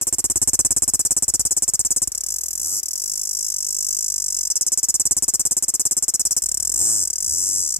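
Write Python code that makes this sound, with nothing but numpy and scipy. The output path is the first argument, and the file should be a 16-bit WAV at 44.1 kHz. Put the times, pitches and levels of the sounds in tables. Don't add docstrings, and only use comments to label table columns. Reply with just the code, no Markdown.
import sys
import numpy as np
from scipy import signal
from scipy.fft import rfft, irfft
from scipy.io import wavfile

SR = 44100
rng = np.random.default_rng(int(sys.argv[2]) if len(sys.argv) > 2 else 0)


def file_out(sig):
    cols = np.atleast_2d(sig).T
    lim = np.clip(cols, -1, 1)
    pcm = np.round(lim * 32767).astype(np.int16)
    wavfile.write(sys.argv[1], SR, pcm)


N = 343539
TIME = np.arange(N) / SR


def beats(pace):
    s, per_s = np.transpose(pace)
    t = np.arange(s[0], s[-1], 1 / SR)
    turns = np.cumsum(np.interp(t, s, per_s)) / SR
    return np.interp(np.arange(int(turns[-1]) + 1), turns, t)


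# [t/s, chirp rate f/Hz]
CHIRP_PACE = [
    [(0.012, 17.62), (0.4, 17.07), (0.9, 17.54), (1.2, 17.26), (1.3, 17.54), (2.03, 17.7)],
    [(4.5013, 18.49), (5.3, 17.43), (6.0, 17.52), (6.38, 17.68)],
]
# [delay t/ms, relative level/dB, low-mode gain level/dB]
CHIRP_STROKES = [(0, 3.4, -1), (8.15, 3.0, 1), (15.9, 1.0, 4.5)]
# [t/s, tymbal stroke rate f/Hz]
BUZZ_PACE = [
    [(2.0735, 16.17), (2.148, 36.8), (2.208, 32.13), (2.263, 39.27), (2.304, 59.73), (2.385, 39.16),
     (2.577, 44.18), (2.669, 85.34), (2.776, 105.25), (2.795, 88), (2.797, 15.6), (2.832, 37.2),
     (2.908, 40.25), (2.996, 49.27), (3.077, 51.16), (3.426, 51.78), (3.502, 56.02), (3.54, 45.24),
     (3.666, 50.35), (3.987, 49.09), (4.025, 57.83), (4.062, 51.68), (4.43, 45.8), (4.475, 54.89)],
    [(6.4204, 66.62), (6.459, 36.3), (6.571, 34.8), (6.673, 44.94), (6.716, 42.78), (6.758, 53.6),
     (6.832, 109.44), (6.923, 110.96), (7.024, 89.93), (7.049, 48.83), (7.101, 32.57), (7.205, 45.27),
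     (7.277, 62.42), (7.358, 87.58), (7.488, 97.82), (7.591, 96.63), (7.768, 41.51)],
]


def strokes(unsteady_ms=0.0856, buzz_stroke_db=2):
    chirps = np.concatenate([beats(pace) for pace in CHIRP_PACE])
    delay_ms, stroke_db, dark_db = np.transpose(CHIRP_STROKES)
    spread_ms = unsteady_ms * np.sqrt(np.arange(len(delay_ms)))
    slip_ms = spread_ms * rng.standard_normal((len(chirps), len(delay_ms)))
    in_chirps = chirps[:, None] + (delay_ms + slip_ms) / 1000
    in_buzz = np.concatenate([beats(pace) for pace in BUZZ_PACE])
    start = np.r_[in_chirps.ravel(), in_buzz]
    level_db = np.r_[np.tile(stroke_db, len(chirps)), np.full(len(in_buzz), buzz_stroke_db)]
    darkness_db = np.r_[np.tile(dark_db, len(chirps)), np.zeros(len(in_buzz))]
    return start, level_db, darkness_db


# [t/s, stroke level/dB, low-mode level/dB, upper-mode level/dB, thud share level/dB]
SONG_COURSE = [(0.0, -21, -2, 3, 5.5), (0.55, -15.5, -1.5, -2, -2), (1.0, -17, -1.5, 0, -1.5),
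               (2.02, -18, 0, -1, -4.5), (2.08, -18.5, 1, 1, -1), (2.12, -20.5, 4, 1, -5),
               (2.55, -22.5, 4, 3.5, -1.5), (2.76, -22, 5, 3.5, -2.5), (2.87, -22, 6, 2, -8),
               (3.1, -22, 6.5, 3, -7.5), (4.0, -19, 5.5, -1, -11.5), (4.45, -19, 5, -1.5, -10),
               (5.15, -17, 0, -1.5, -4), (5.8, -17.5, -0.5, -1, -3.5), (6.6, -17.5, 2, -1.5, -5),
               (6.9, -17.5, 0.5, -2.5, -4), (7.15, -19.5, 4.5, -1.5, -7.5), (7.55, -19.5, 4, -1.5, -6),
               (7.79, -19, 5.5, -3, -11.5)]


def song_at(s):
    knots, *columns = np.transpose(SONG_COURSE)
    return [np.interp(s, knots, column) for column in columns]


# [delay t/ms, relative level/dB, pitch ratio]
RIBS = [(0.2, 0, 1.036), (1.35, -0.5, 1.0), (3.1, -0.8, 0.99), (4.25, -0.3, 0.985), (5.0, -8, 0.97),
        (6.3, -4, 0.95)]


def snaps(wander_ms=0.06, jitter_ms=0.025, uneven_db=1.0, count=24):
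    start, stroke_db, dark_db = strokes()
    wander_knots = np.linspace(0, N / SR, count)
    ribs = []
    for delay_ms, rib_db, pitch in RIBS:
        wander = np.interp(start, wander_knots, rng.standard_normal(count))
        late, strong = rng.standard_normal((len(start), 2)).T
        s = start + (delay_ms + wander_ms * wander + jitter_ms * late) / 1000
        snap_db = song_at(s)[0] + stroke_db + rib_db + uneven_db * strong
        ribs.append((s, snap_db, pitch, dark_db))
    return ribs


# [f/Hz, bandwidth f/Hz, relative level/dB]
BODY_MODES = [(5324, 607, -6), (6230, 185, -3.5), (7040, 362, -2), (8223, 692, -1.5), (10820, 1390, -4.5),
              (13600, 2800, -5.5)]


def abdomen(ribs, lowest_hz=4900, cavity_hz=7600, cavity_width_hz=3400, mode_spread_db=1.7):
    out = np.zeros(N)
    for s, snap_db, pitch, dark_db in ribs:
        _, low_db, upper_db, _ = song_at(s)
        low_db = low_db + dark_db
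        aims_db = [low_db, low_db, 0, -low_db / 2, upper_db, upper_db]
        for k, ((hz, width_hz, mode_db), aim_db) in enumerate(zip(BODY_MODES, aims_db)):
            random_db = mode_spread_db * rng.standard_normal(len(s))
            size = from_db(snap_db + mode_db + aim_db + random_db)
            out += (-1) ** k * resonate(clicks(s, size), hz * pitch, width_hz)
    rounded = resonate(out, cavity_hz, cavity_width_hz)
    return cut(rounded, lowest_hz, "high", order=6)


# [level/dB, decay by 60 dB t/s]
SCATTER = [(-8, 0.011), (-7.5, 0.032), (-14.5, 0.105)]


def foliage(x, count=16, size=5, direct_hz=11500):
    t, hop = TIME[:SR // 4], N // count + 1
    out = np.zeros((2, N + len(t)))
    for centre in range(0, N + hop, hop):
        response = np.zeros((2, len(t)))
        for scatter_db, t60 in SCATTER:
            decay = from_db(-60 * t / t60) * (t > .0012)
            paths = rng.standard_normal(response.shape) * decay
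            response += from_db(scatter_db) * paths / np.linalg.norm(paths, axis=1, keepdims=True)
        direct = np.eye(size + 1, len(t))[[0, size]]
        response += cut(direct, direct_hz, "low", order=3)
        near = np.arange(max(centre - hop, 0), min(centre + hop, N))
        fade = 1 - abs(near - centre) / hop
        part = signal.fftconvolve(x[:, near] * fade, response, axes=1)
        out[:, near[0]:near[0] + part.shape[1]] += part
    return out[:, :N]


# [t/s, left minus right level/dB]
PAN = [(0.0, -1.5), (1.08, 0), (3.25, 0.5), (3.64, -0.2), (5.16, 0.5), (6.29, 0.1), (6.62, 2.5),
       (7.79, 1.5)]


def cicada(ribs, level_db=30, stake_db=-9, count=46):
    left, right = abdomen(ribs), abdomen(ribs)
    echo = np.r_[np.zeros(count), right[:-count]]
    right = (right + from_db(stake_db) * echo) / np.hypot(1, from_db(stake_db))
    pan_db = np.interp(TIME, *np.transpose(PAN))
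    side_db = np.array([pan_db, -pan_db]) / 2
    return foliage(np.array([left, right])) * from_db(level_db + side_db)


# [f/Hz, relative level/dB]
THUD_LEFT = [(8, -59), (18, -48), (35, -11.5), (52, -3), (80, -1), (120, -3), (190, -5), (320, 1),
             (420, -6), (520, -1.5), (640, -16), (850, -3.5), (1000, -8.5), (1200, 0), (1500, -13),
             (2400, -11.5), (3000, -11), (4000, -20.5), (9000, -69)]
# [f/Hz, relative level/dB]
THUD_RIGHT = [(10, -53), (30, -52), (70, -7.5), (150, -7), (320, 3), (600, -2.5), (1300, 4), (2500, 0.5),
              (4000, -5.5), (9000, -94)]
# [t/s, level/dB]
THUD_BASS = [(0.18, 3), (0.28, 5.5), (0.95, 7), (1.03, 0.5), (1.44, 10), (1.54, 1), (2.02, 7), (2.08, 9),
             (2.14, 2.5), (3.0, 1), (4.3, 3.5), (4.6, 0), (5.2, 5), (5.75, -3), (6.5, 1.5)]


def thud(song, ribs, left_db=-10, right_db=-14, steady_share=0.42, bass_hz=130, snap_hz=700):
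    impulses = sum(clicks(s, from_db(2 * snap_db)) for s, snap_db, _, _ in ribs)
    energy = cut(impulses, snap_hz, "low", order=1)
    steady = energy * np.mean(song ** 2) / energy.mean()
    power = steady_share * steady + (1 - steady_share) * song ** 2
    share_db = song_at(TIME)[3]
    left, right = colour(-power[0], THUD_LEFT), colour(-power[1], THUD_RIGHT)
    bass_gain = from_db(np.interp(TIME, *np.transpose(THUD_BASS)))
    left = left + (bass_gain - 1) * cut(left, bass_hz, "low", order=1)
    return np.array([from_db(left_db + share_db) * left, from_db(right_db + share_db) * right])


# [centre t/s, half-length to 1/e t/s, peak level/dB]
PUFFS = [(6.61, 0.014, -43), (6.83, 0.02, -55), (7.293, 0.05, -42.5), (7.335, 0.02, -39),
         (7.604, 0.013, -36), (7.785, 0.0081, -36)]
# [f/Hz, relative level/dB]
WIND_COLOUR = [(20, -60), (50, -12.5), (80, 2), (140, -5.5), (250, -39), (1000, -66)]


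def wind():
    gust = sum(from_db(db) * np.exp(-((TIME - s) / half) ** 2) for s, half, db in PUFFS)
    return np.array([gust * colour(rng.standard_normal(N), WIND_COLOUR), np.zeros(N)])


# [f/Hz, relative level/dB]
GARDEN_COLOUR = [(25, -10), (60, 2), (120, -9.5), (300, 7.5), (1000, 1.5), (2000, 0), (3500, -5),
                 (8000, -0.5), (15000, -38)]


def garden(level_db=-57, right_db=-2):
    hush = np.array([colour(white, GARDEN_COLOUR) for white in rng.standard_normal((2, N))])
    return from_db(level_db + np.array([[0], [right_db]])) * hush


def from_db(db):
    return 10 ** (np.asarray(db) / 20)


def cut(x, hz, kind, order):
    sos = signal.butter(order, min(hz, SR / 2 - 1), kind, fs=SR, output="sos")
    return signal.sosfilt(sos, x)


def clicks(s, size):
    taps = np.floor(s * SR).astype(int)[:, None] + np.arange(-3, 5)
    away = taps - s[:, None] * SR
    weights = size[:, None] * np.sinc(away) * np.sinc(away / 4)
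    return np.bincount(np.clip(taps, 0, N).ravel(), weights.ravel(), N + 1)[:N]


def resonate(x, hz, width_hz):
    r = np.exp(-np.pi * width_hz / SR)
    zeros = np.array([1, 0, -1]) * (1 - r * r) / 2
    poles = [1, -2 * r * np.cos(2 * np.pi * hz / SR), r * r]
    inaudible = 1e-18 * (np.arange(N) % 3)
    return signal.lfilter(zeros, poles, x + inaudible)


def colour(x, spectrum, size=8192):
    hz, db = np.transpose(spectrum)
    grid = np.maximum(np.fft.rfftfreq(size, 1 / SR), 1)
    gain = from_db(np.interp(np.log(grid), np.log(hz), db))
    cepstrum = irfft(np.log(gain))
    cepstrum[1:size // 2] *= 2
    cepstrum[size // 2 + 1:] = 0
    response = irfft(np.exp(rfft(cepstrum)))
    return signal.fftconvolve(x, response / np.linalg.norm(response))[:N]


def scene():
    ribs = snaps()
    song = cicada(ribs)
    return song + thud(song, ribs) + wind() + garden()


def record(dry, cutoff_hz=16600):
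    return signal.sosfilt(signal.cheby2(14, 60, cutoff_hz, fs=SR, output="sos"), dry)


dry = scene()
out = record(dry)
file_out(out)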